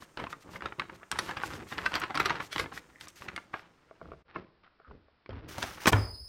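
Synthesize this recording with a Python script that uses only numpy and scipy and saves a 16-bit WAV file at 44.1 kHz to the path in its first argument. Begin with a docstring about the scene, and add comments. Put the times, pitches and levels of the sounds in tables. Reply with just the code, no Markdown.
"""Paper and a cardboard box

Two hands wave and bend a sheet of paper over a table in a small room. Creases snap over a fine
rustle and the hiss of sliding fingers. Fingers knock on a hollow cardboard box, the sheet scrapes
and slaps onto the table, the box lands with a thump, and a thin, high whine follows."""
import sys
import numpy as np
from scipy import signal
from scipy.fft import rfft, irfft
from scipy.io import wavfile

SR = 44100
rng = np.random.default_rng(int(sys.argv[2]) if len(sys.argv) > 2 else 0)


def put_to_file(sound):
    """Save the sound as 16-bit audio at rate SR, in the file named by the first command-line argument."""
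    columns = np.atleast_2d(sound).T  # one column per channel
    safe = np.clip(columns, -1, 1)
    whole_steps = np.round(safe * 32767)
    wavfile.write(sys.argv[1], SR, whole_steps.astype(np.int16))


N = 276948
TIME = np.arange(N) / SR
LET_GO_S = 4.48  # the sheet is put aside here

# Each move of the hands bends the sheet: start_s, length_s, flutter_db, crackle_db
BENDS = [(0, 0.013, -62.5, -57), (.17, 0.056, -47.5, -44), (.29, 0.018, -58, -55), (.44, 0.13, -57.5, -67),
         (.53, 0.035, -51.5, -52), (.62, 0.046, -51, -50.5), (.78, 0.027, -49, -58),
         (.88, 0.085, -57.5, -58.5), (1.11, 0.21, -50, -47), (1.36, 0.039, -51.5, -42),
         (1.43, 0.19, -50, -48.5), (1.71, .17, -49.5, -46), (1.93, 0.034, -46, -34),
         (2.01, 0.016, -47, -43.5), (2.14, 0.18, -48, -40), (2.34, 0.073, -52, -46.5),
         (2.55, 0.073, -46.5, -47), (2.71, 0.05, -58.5, -51.5), (3.01, 0.037, -64, -60.5),
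         (3.2, 0.15, -54.5, -54.5), (3.53, 0.022, -60, -43), (4.0, 0.13, -57.5, -68),
         (4.28, 0.078, -70, -58), (4.35, 0.03, -46.5, -57), (4.63, 0.029, -77.5, -62.5),
         (4.87, 0.067, -58.5, -72.5), (5.292, 0.21, -53.5, -59.5), (5.54, 0.17, -56.5, -48.5),
         (5.75, 0.092, -58, -50), (5.87, .1, -41, -44)]
# The curved sheet rings like a hollow: pitch_hz, width_hz, level_db
SHEET_HOLLOWS = [(165, 15, -11), (302, 45, -7), (476, 24, -9)]
# Fingers stroke along the paper: start_s, length_s, level_db
STROKES = [(0, .055, -56.5), (0.29, 0.049, -54.5), (0.401, 0.041, -59.5), (0.494, 0.097, -57),
           (0.938, 0.034, -60.5), (1.148, 0.19, -51.5), (1.417, 0.072, -47), (1.466, .13, -52.5),
           (1.666, 0.093, -52), (1.73, 0.25, -58), (1.94, .11, -62), (2.153, 0.16, -59), (2.4, 0.088, -52),
           (2.513, .15, -50), (2.722, 0.082, -51), (2.992, 0.08, -55), (3.071, 0.04, -57.5),
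           (3.151, 0.054, -54.5), (3.191, 0.084, -58), (3.51, 0.13, -62)]
# The held sheet whispers, louder when it is near: time_s, level_db
WHISPER_LEVELS = [(0, -68.5), (1.1, -70), (1.3, -62), (2.9, -69.5), (3.4, -70.5), (4.2, -78.5), (4.3, -100)]
# Wide swings push puffs of air: start_s, length_s, level_db
AIR_PUFFS = [(2.19, .04, -55), (2.59, 0.03, -46.5), (4.06, 0.056, -56), (4.88, 0.037, -52),
             (5.29, 0.05, -38.5), (5.39, 0.29, -52), (5.92, 0.063, -33.5), (6.06, .2, -48)]
# The loudest snaps and slaps of the sheet: time_s, level_db, build_up_s, centre_hz, treble_db
SHEET_SNAPS = [(0.0185, -47, 0.0019, 1060, -10), (0.1738, -37.5, 0.00047, 1450, -3),
               (0.2, -36.5, 0.012, 1260, -1), (0.2403, -36.5, 0.00052, 1140, -3),
               (0.2691, -39, 0.0019, 1380, -31), (0.329, -36.5, .0034, 1400, -3),
               (0.492, -50.5, 0.0024, 1000, -16), (0.5598, -40, 0.0035, 1500, -21),
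               (0.6076, -44, .0005, 1550, -8), (0.6221, -37.5, 0.00024, 1520, -13),
               (0.6594, -31.5, 0.0034, 1580, -5), (0.7232, -40.5, 0.0011, 1330, -36),
               (0.7974, -28.5, .0015, 1760, -2), (0.8196, -38.5, 0.0012, 1510, -11),
               (0.898, -42.5, 0.0035, 1420, -38), (1.0312, -46.5, 0.00087, 1800, -47),
               (1.1156, -30, 0.0001, 1610, 26.5), (1.124, -33.5, 0.0025, 1690, 4),
               (1.1582, -40.5, 0.0016, 1320, -18), (1.19, -25.5, 0.0023, 1620, 16.5),
               (1.2933, -33, 0.0057, 1320, -2), (1.312, -35, 0.0043, 1420, 3),
               (1.371, -33.5, 0.004, 1400, -4), (1.4355, -29, 0.00065, 1530, -20),
               (1.5359, -42.5, .001, 1580, 4), (1.725, -36, 0.015, 1470, -6),
               (1.7813, -34, 0.00027, 1480, -2), (1.7866, -32.5, 0.001, 2100, -8),
               (1.8624, -22, 0.0053, 1690, 1.5), (1.92, -37, 0.0048, 1410, -3),
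               (1.9408, -32, .0016, 2020, 3), (1.955, -27, 0.0083, 2020, 10), (2, -45.5, .0008, 2200, 71),
               (2.018, -35, 0.0022, 1680, 3), (2.0381, -29.5, 0.0098, 1600, -3),
               (2.1069, -33, 0.011, 1180, -9), (2.1458, -36.5, 0.00028, 1670, 10.5),
               (2.1538, -36.5, 0.00094, 2000, 17), (2.159, -32, 0.0061, 1320, 0),
               (2.1753, -27, 0.0013, 1780, 8), (2.2022, -21, 0.0052, 1650, 2.5),
               (2.2119, -35, 0.0075, 1320, -2), (2.259, -24, 0.0049, 1890, 7.5),
               (2.2975, -29, .0035, 1860, -4), (2.3059, -25.5, 0.0046, 1480, -3),
               (2.357, -37.5, 0.0056, 1750, 1), (2.405, -31.5, 0.0072, 1520, -5),
               (2.5295, -34, 0.013, 2300, 20), (2.5612, -30.5, 0.0007, 1510, 2),
               (2.5819, -32, 0.0013, 1880, 11), (2.598, -26, 0.0069, 1700, 9),
               (2.641, -42, 0.00072, 1480, -30), (2.66, -41.5, 0.00077, 1370, -31),
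               (2.7241, -42.5, 0.0062, 1180, -2), (2.7763, -39, 0.00064, 1980, 1),
               (3.011, -44.5, .0007, 2720, 14), (3.0723, -49.5, 0.0024, 1330, 5),
               (3.084, -47, 0.00043, 1880, 57), (3.2216, -44, 0.0013, 1740, 2),
               (3.2863, -36, 0.0041, 1750, -5), (3.3629, -36.5, .0003, 2120, 13),
               (3.378, -36.5, 0.00087, 1380, -4), (3.541, -32.5, 0.0033, 1260, -36),
               (4.36, -34, 0.0012, 1470, -59), (4.912, -49.5, 0.0019, 1080, -25.5),
               (5.2612, -51, 0.00047, 1590, 5), (5.2928, -39.5, 0.00031, 667, 13),
               (5.307, -51.5, .0006, 1200, -6), (5.331, -49.5, .001, 1280, -14),
               (5.583, -36, 0.0022, 1020, 16), (5.628, -29.5, 0.005, 1740, 12), (5.64, -35, 0.007, 1080, 5),
               (5.8581, -22.5, .0012, 1550, 2), (5.8697, -22.5, 0.00062, 1590, 17),
               (5.8762, -15, 0.002, 1190, -1), (5.882, -21.5, 0.0035, 1210, 18.5),
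               (5.891, -27, .0045, 1200, 20), (5.9259, -30.5, 0.0013, 1000, 19),
               (5.931, -19, 0.0019, 1300, -7)]
# How long the room's echo takes to fade by 60 dB: pitch_hz, fade_s
ROOM_FADES = [(100, 0.27), (500, 0.79), (1500, 0.28), (4000, 0.4), (12000, 0.41)]
# A dry finger rubs on paper or card: start_s, length_s, level_db, pitch_hz
FINGER_RUBS = [(0.433, 0.08, -60.5, 990), (0.978, 0.037, -58, 1180), (2.926, .03, -56.5, 1870),
               (4.646, 0.027, -63.5, 1330), (4.78, 0.11, -63, 1322)]
# The box is touched, picked up and set down: time_s, level_db
BOX_KNOCKS = [(3.5405, -36), (3.9107, -49.5), (4.0144, -42), (4.056, -51), (4.087, -54), (4.1179, -40.5),
              (4.135, -46.5), (4.362, -43.5), (4.80, -54.5), (5.083, -60.5), (5.9282, -31), (5.94, -31),
              (5.958, -43)]
# The hollow box's own notes, each fading by 60 dB: pitch_hz, level_db, fade_s
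BOX_NOTES = [(436, 2.5, 0.035), (577, -3, 0.038), (655, -1, 0.064), (800, -5, 0.02), (1166, 3, 0.02),
             (1380, -0.5, 0.026), (1780, -15, 0.012), (2250, -14.5, 0.031)]
# Blows on the table, where a longer contact sounds duller: time_s, level_db, contact_s
TABLE_BLOWS = [(5.292, -39.5, 0.0046), (5.58, -44, 0.0011), (5.921, -32, 0.0013), (5.9389, -20.5, 0.0031)]
# The notes of the table with the box on it, each fading by 60 dB: pitch_hz, level_db, fade_s
TABLE_NOTES = [(102.7, 4, 0.29), (83.3, -7, 0.57), (58.5, -19.5, 0.92), (165, -19, 0.23), (234, -11, 0.36),
               (276, -5.5, 0.31), (360, -10, 0.37)]
# The sheet and the box scrape over the table: start_s, length_s, level_db
TABLE_SCRAPES = [(5.478, 0.057, -49), (5.57, 0.11, -47.5), (5.67, 0.088, -54.5), (5.8, .06, -46),
                 (5.92, 0.013, -48)]
# Air hisses out as the sheet is slapped flat: start_s, length_s, level_db
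SLAP_HISS = [(5.868, 0.016, -25.5)]
# The two tones of the whine: time_s, upper_hz, lower_hz, level_db
WHINE_TONES = [(5.95, 5000, 4850, -66), (5.98, 5050, 4970, -47), (6.04, 5070, 4680, -46.5),
               (6.08, 5020, 4620, -48), (6.13, 5010, 4730, -49), (6.155, 5080, 4220, -47.5),
               (6.19, 5040, 4490, -50.5), (6.28, 5160, 4960, -49.5)]
# The sound is a little dull at first, then very dull for a while: time_s, treble_lost_share
TREBLE_LOSS = [(3.44, .33), (3.46, .65), (4.2, .7), (4.26, 1), (5.472, 1), (5.485, 0)]
# The level dips briefly: time_s, half_width_s, depth_db
LEVEL_DIPS = [(4.24, 0.012, 25), (5.913, 0.0044, 26.5)]

# A "tone" table says how strong the low and high parts of a sound are, compared with each other.
# Crackling paper fibres: pitch_hz, gain_db
CRACKLE_TONE = [(150, -26.5), (500, -4), (800, 4), (1200, 4.5), (1800, 1), (2800, -4.5), (4200, -14.5),
                (6000, -24), (10000, -43), (16000, -55.5)]
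# The whole sheet fluttering: pitch_hz, gain_db
FLUTTER_TONE = [(40, -21.5), (90, 3.5), (150, 1), (330, 0.5), (500, -3.5), (800, -16), (2000, -32),
                (6000, -75.5)]
# Rumbling air: pitch_hz, gain_db
RUMBLE_TONE = [(15, -14), (35, -0.5), (65, 11.5), (110, 1), (170, -20), (500, -49.5)]
# Fingertips sliding on paper: pitch_hz, gain_db
SLIDE_TONE = [(500, -20.5), (1500, 13), (4000, 8.5), (6500, 9.5), (10000, 2), (14000, 2), (16000, -10.5)]
# The faint hiss round the held sheet: pitch_hz, gain_db
WHISPER_TONE = [(500, -11), (1500, 0.5), (4000, -8), (6500, 4.5), (8700, 0), (9200, 5), (9700, -11.5),
                (14000, -6.5), (16000, -11)]
# The quiet room: pitch_hz, gain_db
ROOM_TONE = [(20, 2), (70, -3.5), (160, -0.5), (400, -4.5), (1400, -5.5), (3000, -13.5), (5300, -17),
             (6500, -46), (16000, -54.5)]
# A snapping crease: pitch_hz, gain_db
SNAP_TONE = [(40, -23.5), (130, -4), (200, -10.5), (330, -2), (430, -5), (720, -10), (1050, 1), (1500, 1),
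             (2400, -6), (3700, -12.5), (5200, -20.5), (10000, -35), (16000, -51)]
# Rattling cardboard: pitch_hz, gain_db
RATTLE_TONE = [(80, -10), (300, -3.5), (700, 5), (1200, 5.5), (2200, -3.5), (5000, -29.5),
               (15000, -50.5)]
# Paper scraping on the table: pitch_hz, gain_db
SCRAPE_TONE = [(400, 0.5), (1500, 11), (4000, 4.5), (6000, 6), (7800, -3), (9200, -1), (11000, -5.5),
               (15000, -3), (16000, -7)]
# The rasp round the whine: pitch_hz, gain_db
RASP_TONE = [(2500, -56), (3900, -44), (4400, -9), (4900, 4), (5150, 5), (5350, -45), (7800, -37),
             (9300, -10), (10200, -22), (10600, -46), (13500, -46), (15200, -35), (16000, -43)]


def gain_of(db):
    """Turns decibels into a number to multiply by."""
    return 10 ** (np.asarray(db) / 20)


def evened(x):
    """Scales a sound so that its average power is 1."""
    return x / np.sqrt(np.mean(x ** 2) + 1e-20)


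def look_up(table, hz):
    """A table's value at any pitch, sliding evenly through the octaves between its rows."""
    pitches, values = np.transpose(table)
    return np.interp(np.log(hz + 1), np.log(pitches + 1), values)


def curve(rows, column=1):
    """Joins one column of a time table with straight lines, giving a value for every sample."""
    rows = np.asarray(rows)
    return np.interp(TIME, rows[:, 0], rows[:, column])


def add(mix, start_s, sound):
    """Adds a sound to the mix at the given time."""
    part = mix[max(round(start_s * SR), 0):][:len(sound)]
    part += sound[:len(part)]


def ring(db_at, size=2048):
    """The short ring of one click whose strength at each pitch is db_at(hz)."""
    hz = abs(np.fft.fftfreq(size, 1 / SR))
    log_gain = np.log(gain_of(np.maximum(db_at(hz), -100)))
    spectrum = np.exp(np.conj(signal.hilbert(log_gain)))  # puts all the ringing after the click
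    return np.fft.ifft(spectrum).real


def shaped(x, tone):
    """Gives a sound the lows and highs of a tone table, at power 1."""
    response = ring(lambda hz: look_up(tone, hz), size=8192)
    return evened(signal.oaconvolve(x, response)[:len(x)])


def noise(tone, size=N):
    """Steady noise shaped by a tone table."""
    return shaped(rng.standard_normal(size), tone)


def wander(rate_hz):
    """A smooth random wobble, mostly slower than rate_hz."""
    hz = np.fft.rfftfreq(N, 1 / SR)
    return evened(irfft(rfft(rng.standard_normal(N)) / (1 + (hz / rate_hz) ** 4), N))


def grains(per_s, spread_db):
    """Random clicks, most of similar size and a few that differ more."""
    sizes = gain_of(spread_db * np.minimum(rng.exponential(1, N), 4)) * rng.choice([-1, 1], N)
    return evened(sizes * (rng.random(N) < per_s / SR))


def swells(rows, rise_s, fade_db_per_s, column=2):
    """A loudness curve in which each row rises, holds and dies away; overlaps add in power."""
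    power = np.zeros(N)
    for row in rows:
        t = TIME - row[0]
        level_db = row[column] - fade_db_per_s * np.maximum(t - row[1], 0)
        power += (np.clip(t / rise_s, 0, 1) * gain_of(level_db)) ** 2
    return np.sqrt(power)


def resonate(x, hz, width_hz):
    """Makes a sound ring round a pitch that may move; a narrower width rings longer."""
    turn = np.exp(2j * np.pi * np.cumsum(hz) / SR)
    decay = np.exp(-np.pi * width_hz / SR)
    return 2 * (turn * signal.lfilter([1 - decay], [1, -decay], x / turn)).real


def rustle(rise_s=0.0077, fade_db_per_s=192, clump_db=3, drift=0.1):
    """With each bend, fibres crackle, small creases snap, and the sheet flutters and fans the air."""
    held = np.clip(LET_GO_S - TIME, 0, 1) ** 0.5  # a held sheet is never quite still
    bending = np.hypot(swells(BENDS, rise_s, fade_db_per_s, column=3), held * gain_of(-69))
    flapping = np.hypot(swells(BENDS, rise_s, fade_db_per_s), held * gain_of(-68))
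    fibres = grains(per_s=1100, spread_db=-0.5) * gain_of(clump_db * wander(rate_hz=38))
    crackle = gain_of(-1) * shaped(fibres, CRACKLE_TONE)
    small_snaps = gain_of(-6) * shaped(grains(per_s=60, spread_db=1), SNAP_TONE)
    buckling = grains(per_s=800, spread_db=3.5)
    pitch_drift = np.exp(drift * wander(rate_hz=4))  # the hollow notes move as the sheet curves
    hollow = sum(gain_of(db) * evened(resonate(buckling, hz * pitch_drift, width_hz))
                 for hz, width_hz, db in SHEET_HOLLOWS)
    flutter = gain_of(-1) * shaped(buckling, FLUTTER_TONE) + hollow
    air = gain_of(-8) * noise(RUMBLE_TONE)
    return (crackle + small_snaps) * bending + (flutter + air) * flapping


def sliding(uneven_db=2.5, taper=0.55):
    """Fingertips drag over the paper's grain and hiss with each stroke, over the sheet's whisper."""
    strokes = np.zeros(N)
    for start_s, length_s, db in STROKES:
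        add(strokes, start_s, gain_of(db) * signal.windows.tukey(int(length_s * SR), taper))
    hiss = noise(SLIDE_TONE) * gain_of(uneven_db * wander(rate_hz=430))
    whisper = noise(WHISPER_TONE) * gain_of(curve(WHISPER_LEVELS))
    return hiss * strokes + whisper


def room_air(rumble_db=-80, quiet_db=-71):
    """The room murmurs, and the swinging hands and sheet push low puffs of air through it."""
    puffs = gain_of(-2) * swells(AIR_PUFFS, rise_s=0.0067, fade_db_per_s=148)
    rumble = noise(RUMBLE_TONE) * (puffs + gain_of(rumble_db))
    return rumble + gain_of(quiet_db) * noise(ROOM_TONE)


def room_echo(x, first_s=0.004, echoes_per_s=3000):
    """Sound bounces round the room, and each pitch dies away at its own speed."""
    t = np.arange(SR // 2) / SR
    echoes = rng.standard_normal(len(t)) * (rng.random(len(t)) < echoes_per_s / SR) * (t > first_s)
    hz, delay_s, bands = signal.stft(echoes, SR, nperseg=256)
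    fade = gain_of(-60 * delay_s / look_up(ROOM_FADES, hz)[:, None])
    tail = signal.istft(bands * fade, SR, nperseg=256)[1]
    return signal.fftconvolve(x, tail / np.linalg.norm(tail))[:N]


def patch_ring(centre_hz, treble_db, on_table, usual_hz=1600, bass_hz=600, treble_hz=4500):
    """A snapped patch of paper rings briefly; a larger patch rings lower and with more bass."""
    shift = usual_hz / centre_hz
    bass_db = -3 + 12.5 * np.log2(shift) + 4 * on_table  # fuller against the table or box
    # every bend of the sheet has its own hollow notes
    note_hz = np.geomspace(150, 12000, 80)
    notes = np.c_[note_hz, 5 * rng.standard_normal(len(note_hz)) * note_hz / (note_hz + 350)]

    def db_at(hz):
        """The snap's tone, with the pitch shift fading out towards the treble."""
        shifted_hz = hz * shift ** (1 / (1 + (hz / treble_hz) ** 2))
        bass = bass_db / (1 + (hz / bass_hz) ** 4)
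        treble = treble_db * (1 - 1 / (1 + (hz / treble_hz) ** 4))
        return look_up(SNAP_TONE, shifted_hz) + look_up(notes, hz) + bass + treble
    return ring(db_at)


def snaps(slips_per_s=9000, burst_share=0.59, settle_s=0.059, size=4096):
    """A crease gives way in a burst of tiny slips round one main click."""
    out, lead = np.zeros(N), size // 4
    t = (np.arange(size) - lead) / SR
    for time_s, db, build_s, centre_hz, treble_db in SHEET_SNAPS:
        fall_s = 0.0022 + build_s  # a snap that builds slowly also dies slowly
        slips = rng.choice([-1, 1], size) * (rng.random(size) < slips_per_s / SR)
        swell = np.exp(-np.where(t < 0, (t / build_s) ** 2, t / fall_s))
        settling = gain_of(-24) * np.exp(-abs(t) / settle_s) * (t > 0)
        patch = patch_ring(centre_hz, treble_db, on_table=time_s > LET_GO_S)
        burst = evened(signal.fftconvolve(slips * (swell + settling), patch)[:size])
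        click = evened(signal.fftconvolve(signal.unit_impulse(size, lead), patch)[:size])
        snap = np.sqrt(burst_share) * burst + np.sqrt(1 - burst_share) * click
        snap *= np.sqrt(0.01 * SR) / np.linalg.norm(snap)  # as much energy as 10 ms at power 1
        add(out, time_s - lead / SR, gain_of(db) * snap)
    return out


def rubbing(slips_per_s=700, width_hz=400, rise_s=0.0204, fade_db_per_s=300, size=16384):
    """A dry fingertip sticks and slips quickly, making the paper or card ring softly at one pitch."""
    out, t = np.zeros(N), np.arange(size) / SR
    for start_s, length_s, db, hz in FINGER_RUBS:
        slips = rng.exponential(1, size) * (rng.random(size) < slips_per_s / SR)
        pitch = np.full(size, hz)
        rub = evened(resonate(resonate(slips, pitch, width_hz), pitch, width_hz))
        loudness = np.minimum(t / rise_s, 1) * gain_of(db - fade_db_per_s * np.maximum(t - length_s, 0))
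        add(out, start_s, rub * loudness)
    return out


def knocks(tick_db=-7, tick_s=0.0009, uneven_db=2, rise_s=0.0003):
    """Each touch ticks on the box and rings its sides, a little differently at each spot."""
    out, t = np.zeros(N), np.arange(SR // 4) / SR
    for time_s, db in BOX_KNOCKS:
        sides = np.zeros(len(t))
        for hz, note_db, fade_s in BOX_NOTES:
            loudness = gain_of(note_db + uneven_db * rng.standard_normal() - 60 * t / fade_s)
            sides += loudness * np.sin(2 * np.pi * (hz * t + rng.random()))
        tick = gain_of(tick_db) * noise(CRACKLE_TONE, len(t)) * np.exp(-t / tick_s)
        add(out, time_s, gain_of(db) * (sides + tick) * (1 - np.exp(-t / rise_s)))
    return out


def thumps(rattle_db=-11, rattle_s=0.051):
    """Each blow sets the table's low notes ringing, and the cardboard rattles for a moment."""
    out, t = np.zeros(N), np.arange(SR) / SR
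    table = sum(gain_of(db - 60 * t / fade_s) * np.cos(2 * np.pi * hz * t)
                for hz, db, fade_s in TABLE_NOTES)
    for time_s, db, contact_s in TABLE_BLOWS:
        push = np.sin(np.pi * np.minimum(t / contact_s, 1))
        rattle = gain_of(rattle_db) * noise(RATTLE_TONE, SR) * np.exp(-t / rattle_s)
        thud = signal.fftconvolve(table, push / push.sum())[:SR]
        add(out, time_s, gain_of(db) * (thud + rattle))
    return out


def scraping(uneven_db=1.5):
    """A bright, gritty hiss as paper and box drag on the table and the slap squeezes air out."""
    scrapes = swells(TABLE_SCRAPES, rise_s=0.01186, fade_db_per_s=150)
    slap = swells(SLAP_HISS, rise_s=0.0029, fade_db_per_s=905)
    grit = grains(per_s=7000, spread_db=2) * gain_of(uneven_db * wander(rate_hz=200))
    return (scrapes + slap) * shaped(grit, SCRAPE_TONE)


def whine(lower_db=-7, flicker_db=3, harmonics_db=(0, -17, -22), rasp_db=-8):
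    """A high tone and a weaker, rougher one below it, both with faint overtones, in a thin rasp."""
    out = gain_of(rasp_db) * noise(RASP_TONE)
    upper_hz = curve(WHINE_TONES) + 35 * wander(rate_hz=300)
    lower_hz = curve(WHINE_TONES, column=2) + 140 * wander(rate_hz=470)
    for hz, db in [(upper_hz, 0), (lower_hz, lower_db)]:
        angle = 2 * np.pi * np.cumsum(hz) / SR
        tone = sum(gain_of(part_db) * np.sin(k * angle) for k, part_db in enumerate(harmonics_db, 1))
        out += tone * gain_of(db + flicker_db * wander(rate_hz=54))
    started = TIME > WHINE_TONES[0][0]
    return out * gain_of(curve(WHINE_TONES, column=3)) * started


def scene(echo_db=-18):
    """Paper and box close by with a little echo, plus the whine and the room's air, in mono."""
    near = rustle() + sliding() + snaps() + rubbing() + knocks() + thumps() + scraping()
    return (near + gain_of(echo_db) * room_echo(near) + whine() + room_air())[None]


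def record(dry, dull_hz=5700, peak_limit=0.4, top_hz=16000):
    """Dulls the sound for a while, dips its level twice, rounds its peaks and cuts the very top."""
    dull = signal.sosfiltfilt(signal.butter(8, dull_hz, fs=SR, output="sos"), dry)
    dulled = dry + curve(TREBLE_LOSS) * (dull - dry)
    dip_db = sum(depth_db * np.exp(-((TIME - time_s) / half_width_s) ** 2)
                 for time_s, half_width_s, depth_db in LEVEL_DIPS)
    dipped = dulled * gain_of(-dip_db)
    rounded = dipped / (1 + (dipped / peak_limit) ** 4) ** 0.25
    top_cut = signal.firwin(511, top_hz, window=("kaiser", 9), fs=SR)
    return signal.oaconvolve(rounded, top_cut[None], "same")


dry = scene()
out = record(dry)
put_to_file(out)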